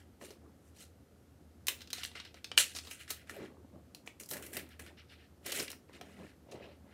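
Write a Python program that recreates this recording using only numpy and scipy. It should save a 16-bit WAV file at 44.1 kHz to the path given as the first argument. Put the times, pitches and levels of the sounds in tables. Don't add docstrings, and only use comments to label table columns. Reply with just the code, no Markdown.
import sys
import numpy as np
from scipy import signal
from scipy.fft import rfft, irfft
from scipy.io import wavfile

SR = 44100
rng = np.random.default_rng(int(sys.argv[2]) if len(sys.argv) > 2 else 0)


def dump(signal):
    limited = np.clip(np.atleast_2d(signal).T, -1, 1)
    pcm = np.round(limited * 32767).astype(np.int16)
    wavfile.write(sys.argv[1], SR, pcm)


N = 305683


def from_db(db):
    return 10 ** (np.asarray(db) / 20)


def rms_one(x):
    return x / np.sqrt(np.mean(x ** 2) + 1e-20)


def peak_one(x):
    return x / np.max(np.abs(x))


def colour(x, spectrum):
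    hz, db = np.transpose(spectrum)
    bins = np.maximum(np.fft.rfftfreq(N, 1 / SR), 1)
    curve_db = np.interp(np.log(bins), np.log(hz), db)
    return rms_one(irfft(rfft(x) * from_db(curve_db), N))


def band(x, low_hz, high_hz):
    return signal.sosfilt(signal.butter(3, [low_hz, high_hz], "band", fs=SR, output="sos"), x)


def resonate(x, hz, width_hz):
    r = np.exp(-np.pi * width_hz / SR)
    gain = (1 - r * r) / 2
    return signal.lfilter([gain, 0, -gain], [1, -2 * r * np.cos(2 * np.pi * hz / SR), r * r], x)


def hollow(x, modes):
    return x + sum(from_db(db) * resonate(x, hz, width_hz) for hz, width_hz, db in modes)


def grains(per_s, spread_db):
    sizes = from_db(spread_db * np.minimum(rng.exponential(1, N), 5)) * rng.choice([-1, 1], N)
    return sizes * (rng.random(N) < per_s / SR)


def patches(slips, low_hz, high_hz, centre_hz, q, octaves, skirt_db, count):
    dealt, out = rng.integers(0, count, N), 0
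    for k, hz in enumerate(np.geomspace(low_hz, high_hz, count)):
        lively = np.exp(-(np.log2(hz / centre_hz) / octaves) ** 2) + from_db(skirt_db)
        ring = resonate(slips * (dealt == k) + 1e-18, hz, hz / q)
        out = out + lively * rms_one(resonate(ring, hz, 3 * hz / q))
    return rms_one(out)


def strokes(rows, fade_db_per_s, rest_hz, rest_db=-120):
    swell_db = 26
    t = np.arange(N) / SR
    power = np.full(N, from_db(2 * rest_db))
    weighted_pitch = power * np.log(rest_hz)
    for s, swell, hold, db, hz in rows:
        near = slice(max(round((s - 2 * swell) * SR), 0), round((s + hold + .25) * SR))
        swell_loss_db = swell_db * (s - t[near]) / max(swell, .002)
        fade_loss_db = fade_db_per_s * np.maximum(t[near] - s - hold, 0)
        stroke_power = from_db(2 * (db - np.maximum(swell_loss_db, fade_loss_db)))
        power[near] += stroke_power
        weighted_pitch[near] += stroke_power * np.log(hz)
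    return np.sqrt(power), np.exp(weighted_pitch / power)


def background(murmur_db=-63.5, hum_db=-65.5, hum_hz=79.3, waver_width_hz=5.6):
    # frequency in Hz, relative level in dB.
    murmur_curve = [(18, -48.5), (30, -23), (75, 7), (182, -6), (277, -1), (351, -12.5), (481, -7.5),
                    (624, -21), (711, -12), (1050, -29.5), (1270, -18), (2430, -26), (10500, -31),
                    (14000, -31.5), (15600, -43.5)]
    waver = resonate(rng.standard_normal(N + SR), hum_hz, waver_width_hz)
    waver = rms_one(resonate(waver, hum_hz, waver_width_hz)[SR:])
    hum = 3.0 * np.sin(2 * np.pi * hum_hz * np.arange(N) / SR) + waver
    murmur = colour(rng.standard_normal(N), murmur_curve)
    return from_db(murmur_db) * murmur + from_db(hum_db) * rms_one(hum)


def pot():
    # moment of full strength, swell and hold in seconds,
    # level in dB, centre of the grind in Hz.
    nudges = [(0.216, 0.0072, 0.007, -49, 380), (0.29, 0.049, .03, -59, 360),
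              (0.44, .08, 0.044, -58.5, 290), (1.7, 0.033, .01, -60.5, 470), (2.53, 0.057, .005, -71, 530),
              (2.59, .03, 0.0059, -49.5, 650), (3.3, .03, .04, -59, 399), (3.37, 0.084, 0.04, -49, 485),
              (3.415, 0.042, .02, -47, 253), (3.49, 0.061, 0.16, -60.5, 300),
              (3.76, .08, 0.0093, -52.5, 200), (3.9, 0.048, .15, -68, 220), (4.21, .06, .01, -57, 335),
              (4.32, .03, 0.044, -48, 345), (4.37, .03, .03, -50.5, 356), (4.45, .05, 0.2, -59, 280),
              (4.57, 0.083, 0.016, -49.5, 350), (4.8, .02, 0.0075, -56, 340), (4.9, .08, .02, -57.5, 300),
              (5.46, 0.016, 0.031, -52, 350), (5.6, 0.21, 0.013, -45, 370), (5.68, .03, 0.05, -59, 280),
              (5.92, .08, 0.092, -60.5, 260), (6.04, 0.077, .05, -55.5, 280), (6.2, .12, 0.035, -50, 220),
              (6.49, .06, .03, -55, 516), (6.54, .05, 0.038, -51, 430), (6.6, 0.063, 0.092, -55, 501),
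              (6.81, 0.08, 0.11, -62, 240)]
    # resonance in Hz, width in Hz, gain in dB.
    pot_modes = [(188, 200, -3), (380, 76, -1.5), (567, 99, 4)]
    gain, centre_hz = strokes(nudges, fade_db_per_s=249, rest_hz=240, rest_db=-66.5)
    slips = grains(1500, spread_db=2.5)
    grind = patches(slips, 122.6, 1100, centre_hz, q=5, octaves=0.55, skirt_db=-5.5, count=10)
    return gain * rms_one(hollow(grind, pot_modes))


def rustle():
    # moment of full strength, swell and hold in seconds,
    # relative levels of rustle and sizzle in dB, centres of rustle and sizzle in Hz.
    touches = [(0.0, .01, .005, -64.5, -68.5, 2550, 9100), (0.22, 0.025, 0.018, -60, -57, 3460, 8200),
               (0.245, 0.023, .012, -57.5, -54, 3480, 8200), (0.292, 0.043, .03, -63, -63, 3525, 9400),
               (0.671, 0.15, .02, -82.5, -71, 2113, 8350), (0.766, .04, 0.035, -64.5, -63, 4600, 7900),
               (0.809, .05, 0.023, -59, -54.5, 4430, 7900), (1.681, .005, .02, -48.5, -42.5, 2347, 10400),
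               (1.774, .03, .05, -63.5, -67, 2910, 8500), (1.943, 0.0057, .06, -51, -53, 3310, 7190),
               (2.013, .04, .01, -48.5, -55, 3180, 7000), (2.039, 0.0044, .004, -55, -41, 3330, 7700),
               (2.09, .02, .05, -67.5, -72, 3320, 7360), (2.154, .01, .045, -50, -62.5, 2710, 7180),
               (2.257, .05, .01, -54.5, -71, 3375, 7300), (2.347, .008, .03, -61.5, -71, 2497, 9400),
               (2.578, 0.006, .025, -29.5, -24.5, 3780, 7800), (2.66, 0.032, .06, -56, -56, 3456, 7870),
               (2.761, .03, .01, -46.5, -41, 4150, 7030), (2.84, 0.026, .06, -60.5, -56.5, 3300, 7900),
               (2.908, .015, .03, -54, -48.5, 2660, 7830), (3.008, .05, .01, -51.5, -53.5, 2510, 8200),
               (3.104, .025, .005, -44, -42, 3050, 8500), (3.166, .02, .05, -62.5, -75, 2304, 8500),
               (3.275, 0.019, .005, -60, -64.5, 2190, 7200), (3.296, .01, .005, -51.5, -50, 2153, 9000),
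               (3.339, 0.028, .03, -58, -60, 2257, 10500), (3.4, 0.08, .06, -57, -66.5, 2023, 7300),
               (4.064, .005, .005, -64, -53.5, 2000, 6700), (4.199, .003, 0.0092, -58, -46, 3645, 9000),
               (4.228, 0.0092, .01, -73, -56, 4200, 9700), (4.293, 0.011, 0.017, -61, -45, 3700, 13000),
               (4.311, .01, .015, -50, -43, 3170, 11800), (4.35, 0.022, 0.039, -56.5, -53.5, 2114, 10700),
               (4.432, .03, .02, -54.5, -50.5, 2500, 11000), (4.47, .02, .04, -64.5, -59, 2620, 11700),
               (4.533, 0.016, .02, -53, -45, 2450, 10600), (4.568, .01, .02, -49, -49.5, 2400, 10200),
               (4.655, 0.028, .02, -66.5, -80, 2420, 9480), (4.71, 0.022, .005, -56.5, -66, 2460, 11050),
               (4.794, 0.0023, .005, -52.5, -49.5, 2152, 9700), (4.839, 0.017, 0.027, -65, -65, 2287, 9600),
               (4.869, .01, 0.012, -56, -65, 2196, 9200), (4.976, .01, 0.027, -58, -78.5, 3000, 9000),
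               (5.103, 0.034, 0.033, -58, -72, 3126, 8900), (5.19, 0.033, 0.055, -65.5, -90, 2680, 8700),
               (5.466, .03, .04, -44.5, -46, 3000, 8900), (5.556, .06, 0.019, -41.5, -38.5, 2750, 9120),
               (5.593, .03, 0.012, -41.5, -37.5, 3112, 8980), (5.625, .015, 0.0062, -46.5, -42, 2993, 9010),
               (5.678, 0.011, .005, -53.5, -59, 2690, 9100), (5.698, .03, .02, -59.5, -56, 3600, 9430),
               (5.891, 0.021, .005, -65.5, -83.5, 1650, 8700), (5.935, .02, 0.024, -57.5, -65, 3000, 7180),
               (6.011, .005, .005, -56, -65.5, 2520, 8800), (6.06, 0.028, .08, -65, -70, 2044, 8000),
               (6.174, 0.093, .13, -63, -71, 2117, 8300), (6.494, 0.044, 0.027, -70, -89.5, 3320, 6590),
               (6.514, 0.0036, 0.0032, -56, -55, 3300, 6500), (6.55, .02, .03, -63.5, -78.5, 2400, 6440),
               (6.629, 0.062, 0.026, -58, -77, 2610, 7310), (6.684, .03, .05, -66.5, -89.5, 2520, 7300),
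               (6.93, .1, .01, -62, -79, 1700, 8760)]
    s, swell, hold, rustle_db, sizzle_db, rustle_hz, sizzle_hz = np.transpose(touches)
    wide_rows = zip(s, swell, hold, rustle_db, rustle_hz)
    small_rows = zip(s, swell, hold, sizzle_db, sizzle_hz)
    wide_gain, wide_hz = strokes(wide_rows, fade_db_per_s=357, rest_hz=2500)
    small_gain, small_hz = strokes(small_rows, fade_db_per_s=419, rest_hz=8500)
    slips = grains(9000, spread_db=3.5)
    body = patches(slips, 1300, 5600, wide_hz, q=12, octaves=0.87, skirt_db=-6, count=14)
    sizzle = patches(slips, 5900, 15700, small_hz, q=12, octaves=0.64, skirt_db=-8, count=10)
    return wide_gain * body + small_gain * sizzle


def snaps(crack=4.23, q=3.5):
    # start in seconds,
    # relative peak of the ring in dB, its pitch in Hz, treble and thud in dB against the ring,
    # seconds for the shiver to fall 60 dB.
    hits = [(0.2125, -42.5, 1290, -15, -5, 0.045), (0.306, -42, 5500, -6, -15, 0.043),
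            (1.6693, -26.5, 4600, 5.5, -32, 0.029), (1.6831, -14.5, 3050, 0, -21, 0.033),
            (1.8067, -41.5, 3570, -9, -17.5, 0.07), (1.8177, -34, 3570, -8, -36, 0.031),
            (1.8742, -41.5, 4370, -13, -31, 0.033), (1.9038, -33, 3670, -3.5, -36, 0.035),
            (1.931, -20.5, 3570, -2.5, -23, 0.027), (1.9813, -35.5, 3520, -12, -9, 0.053),
            (2.034, -23.5, 3260, -14, -28, 0.018), (2.0501, -20.5, 3280, -22, -28, 0.0091),
            (2.1155, -43, 3610, -25, -8, 0.031), (2.154, -39, 1680, -21, -6.5, 0.1),
            (2.2003, -31.5, 3700, -33, -16, 0.028), (2.2507, -40, 3800, -10, -12, 0.034),
            (2.3433, -40, 4100, -11, -4.5, 0.02), (2.4442, -28, 4130, -9, -20, 0.026),
            (2.5157, -30, 2850, -34, -5, 0.026), (2.5766, -5, 2890, -8, -25.5, 0.02),
            (2.7503, -33, 5260, -15, -12, 0.022), (2.7636, -27, 4550, -23, -19, 0.049),
            (2.7869, -27.5, 3970, -9, -20, 0.016), (2.8498, -46, 4740, -11, -5.5, 0.047),
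            (2.871, -40, 3800, -8, -6, 0.075), (2.9119, -34, 2550, 0, -14, 0.036),
            (3.0784, -40.5, 1470, -20, -34, 0.037), (3.1051, -27, 4430, 5.5, -13.5, 0.051),
            (3.2962, -29, 1680, -20, -14, 0.0097), (3.948, -33.5, 4270, -1.5, -28, 0.024),
            (4.0612, -53, 1480, -19, 1, 0.015), (4.0754, -30, 2300, -21, -7.5, 0.017),
            (4.2, -39.5, 2300, 5, -30, 0.013), (4.2102, -42.5, 2250, -4, -21, 0.012),
            (4.235, -38, 5620, 1, -31, 0.011), (4.26, -53, 5840, 15, -21, 0.022),
            (4.2895, -50, 3150, 17, -13, 0.037), (4.312, -34.5, 4430, 11.5, -5.5, 0.038),
            (4.3342, -34, 1610, 5.5, -24, 0.067), (4.368, -38, 1720, 4, -11, 0.041),
            (4.4251, -41.5, 1410, 11, -21, 0.02), (4.4647, -44.5, 2100, 13.5, -18, 0.036),
            (4.536, -40, 2020, 12, -7, 0.0094), (4.5685, -27, 2200, 5.5, -33, 0.038),
            (4.595, -34.5, 2500, -21, -31, 0.047), (4.69, -53.5, 2120, 10.5, -28, 0.026),
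            (4.797, -40, 2020, 6, -6, 0.026), (4.8642, -42.5, 1650, -8, -12, 0.016),
            (5.463, -32.5, 2550, 9, -6, 0.033), (5.5197, -30.5, 4140, 5.5, -33, 0.047),
            (5.5228, -26, 2650, 2.5, -11, 0.026), (5.5967, -26, 5130, -5, -12, 0.051),
            (5.6032, -28, 1460, -11, -24, 0.015), (5.68, -32, 2930, -12, -22, 0.023),
            (5.703, -36, 3120, 9, -15, 0.028), (5.7167, -34.5, 5110, 5, -20, 0.017),
            (5.73, -40, 2040, -15, -6, 0.028), (5.8953, -56.5, 2010, -15, 11.5, 0.017),
            (6.0123, -38, 3200, -5, 1.5, 0.019), (6.5216, -42, 2890, -28, -3, 0.019)]
    out, length = np.zeros(N + SR), SR // 8
    age = np.arange(length) / SR
    shivers = rng.standard_normal((len(hits), 2, length))
    for (s, db, hz, treble_db, thud_db, t60), shiver in zip(hits, shivers):
        force = shiver * from_db(-60 * age / t60)
        force[:, 0] = crack
        ring = peak_one(band(force[0] + q * resonate(force[0], hz, hz / q), 1200, 7400))
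        treble = from_db(treble_db) * peak_one(band(force[1], 5500, 16000))
        thud = from_db(thud_db) * peak_one(band(force[0], 300, 1000))
        at = round(s * SR)
        out[at:at + length] += from_db(db) * (ring - treble + thud)
    return out[:N]


def room(x, t60_s=0.22, first_echo_s=0.00083, gain_db=-6.5):
    age = np.arange(SR // 3) / SR
    onset = np.clip(age / first_echo_s - 1, 0, 1)
    echoes = rng.standard_normal(len(age)) * from_db(-60 * age / t60_s) * onset
    return from_db(gain_db) * signal.fftconvolve(x, echoes / np.linalg.norm(echoes))[:N]


def scene(foil_gain_db=-4.5, rustle_send_db=-5):
    # resonance in Hz, width in Hz, gain in dB.
    cup_modes = [(1850, 1000, -3), (2840, 290, -5), (4100, 350, -4), (5174, 180, -4.5), (7820, 770, -17),
                 (9400, 500, -11)]
    cracks = hollow(snaps(), cup_modes)
    fingers = hollow(rustle(), cup_modes)
    reverb = room(cracks + from_db(rustle_send_db) * fingers)
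    foil = from_db(foil_gain_db) * (cracks + fingers + reverb)
    return (foil + pot() + background())[None]


def record(dry, low_cut_hz=51, top_cut_hz=16600):
    thin = signal.sosfilt(signal.butter(3, low_cut_hz, "high", fs=SR, output="sos"), dry)
    return signal.sosfilt(signal.cheby2(12, 60, top_cut_hz, fs=SR, output="sos"), thin)


dry = scene()
out = record(dry)
dump(out)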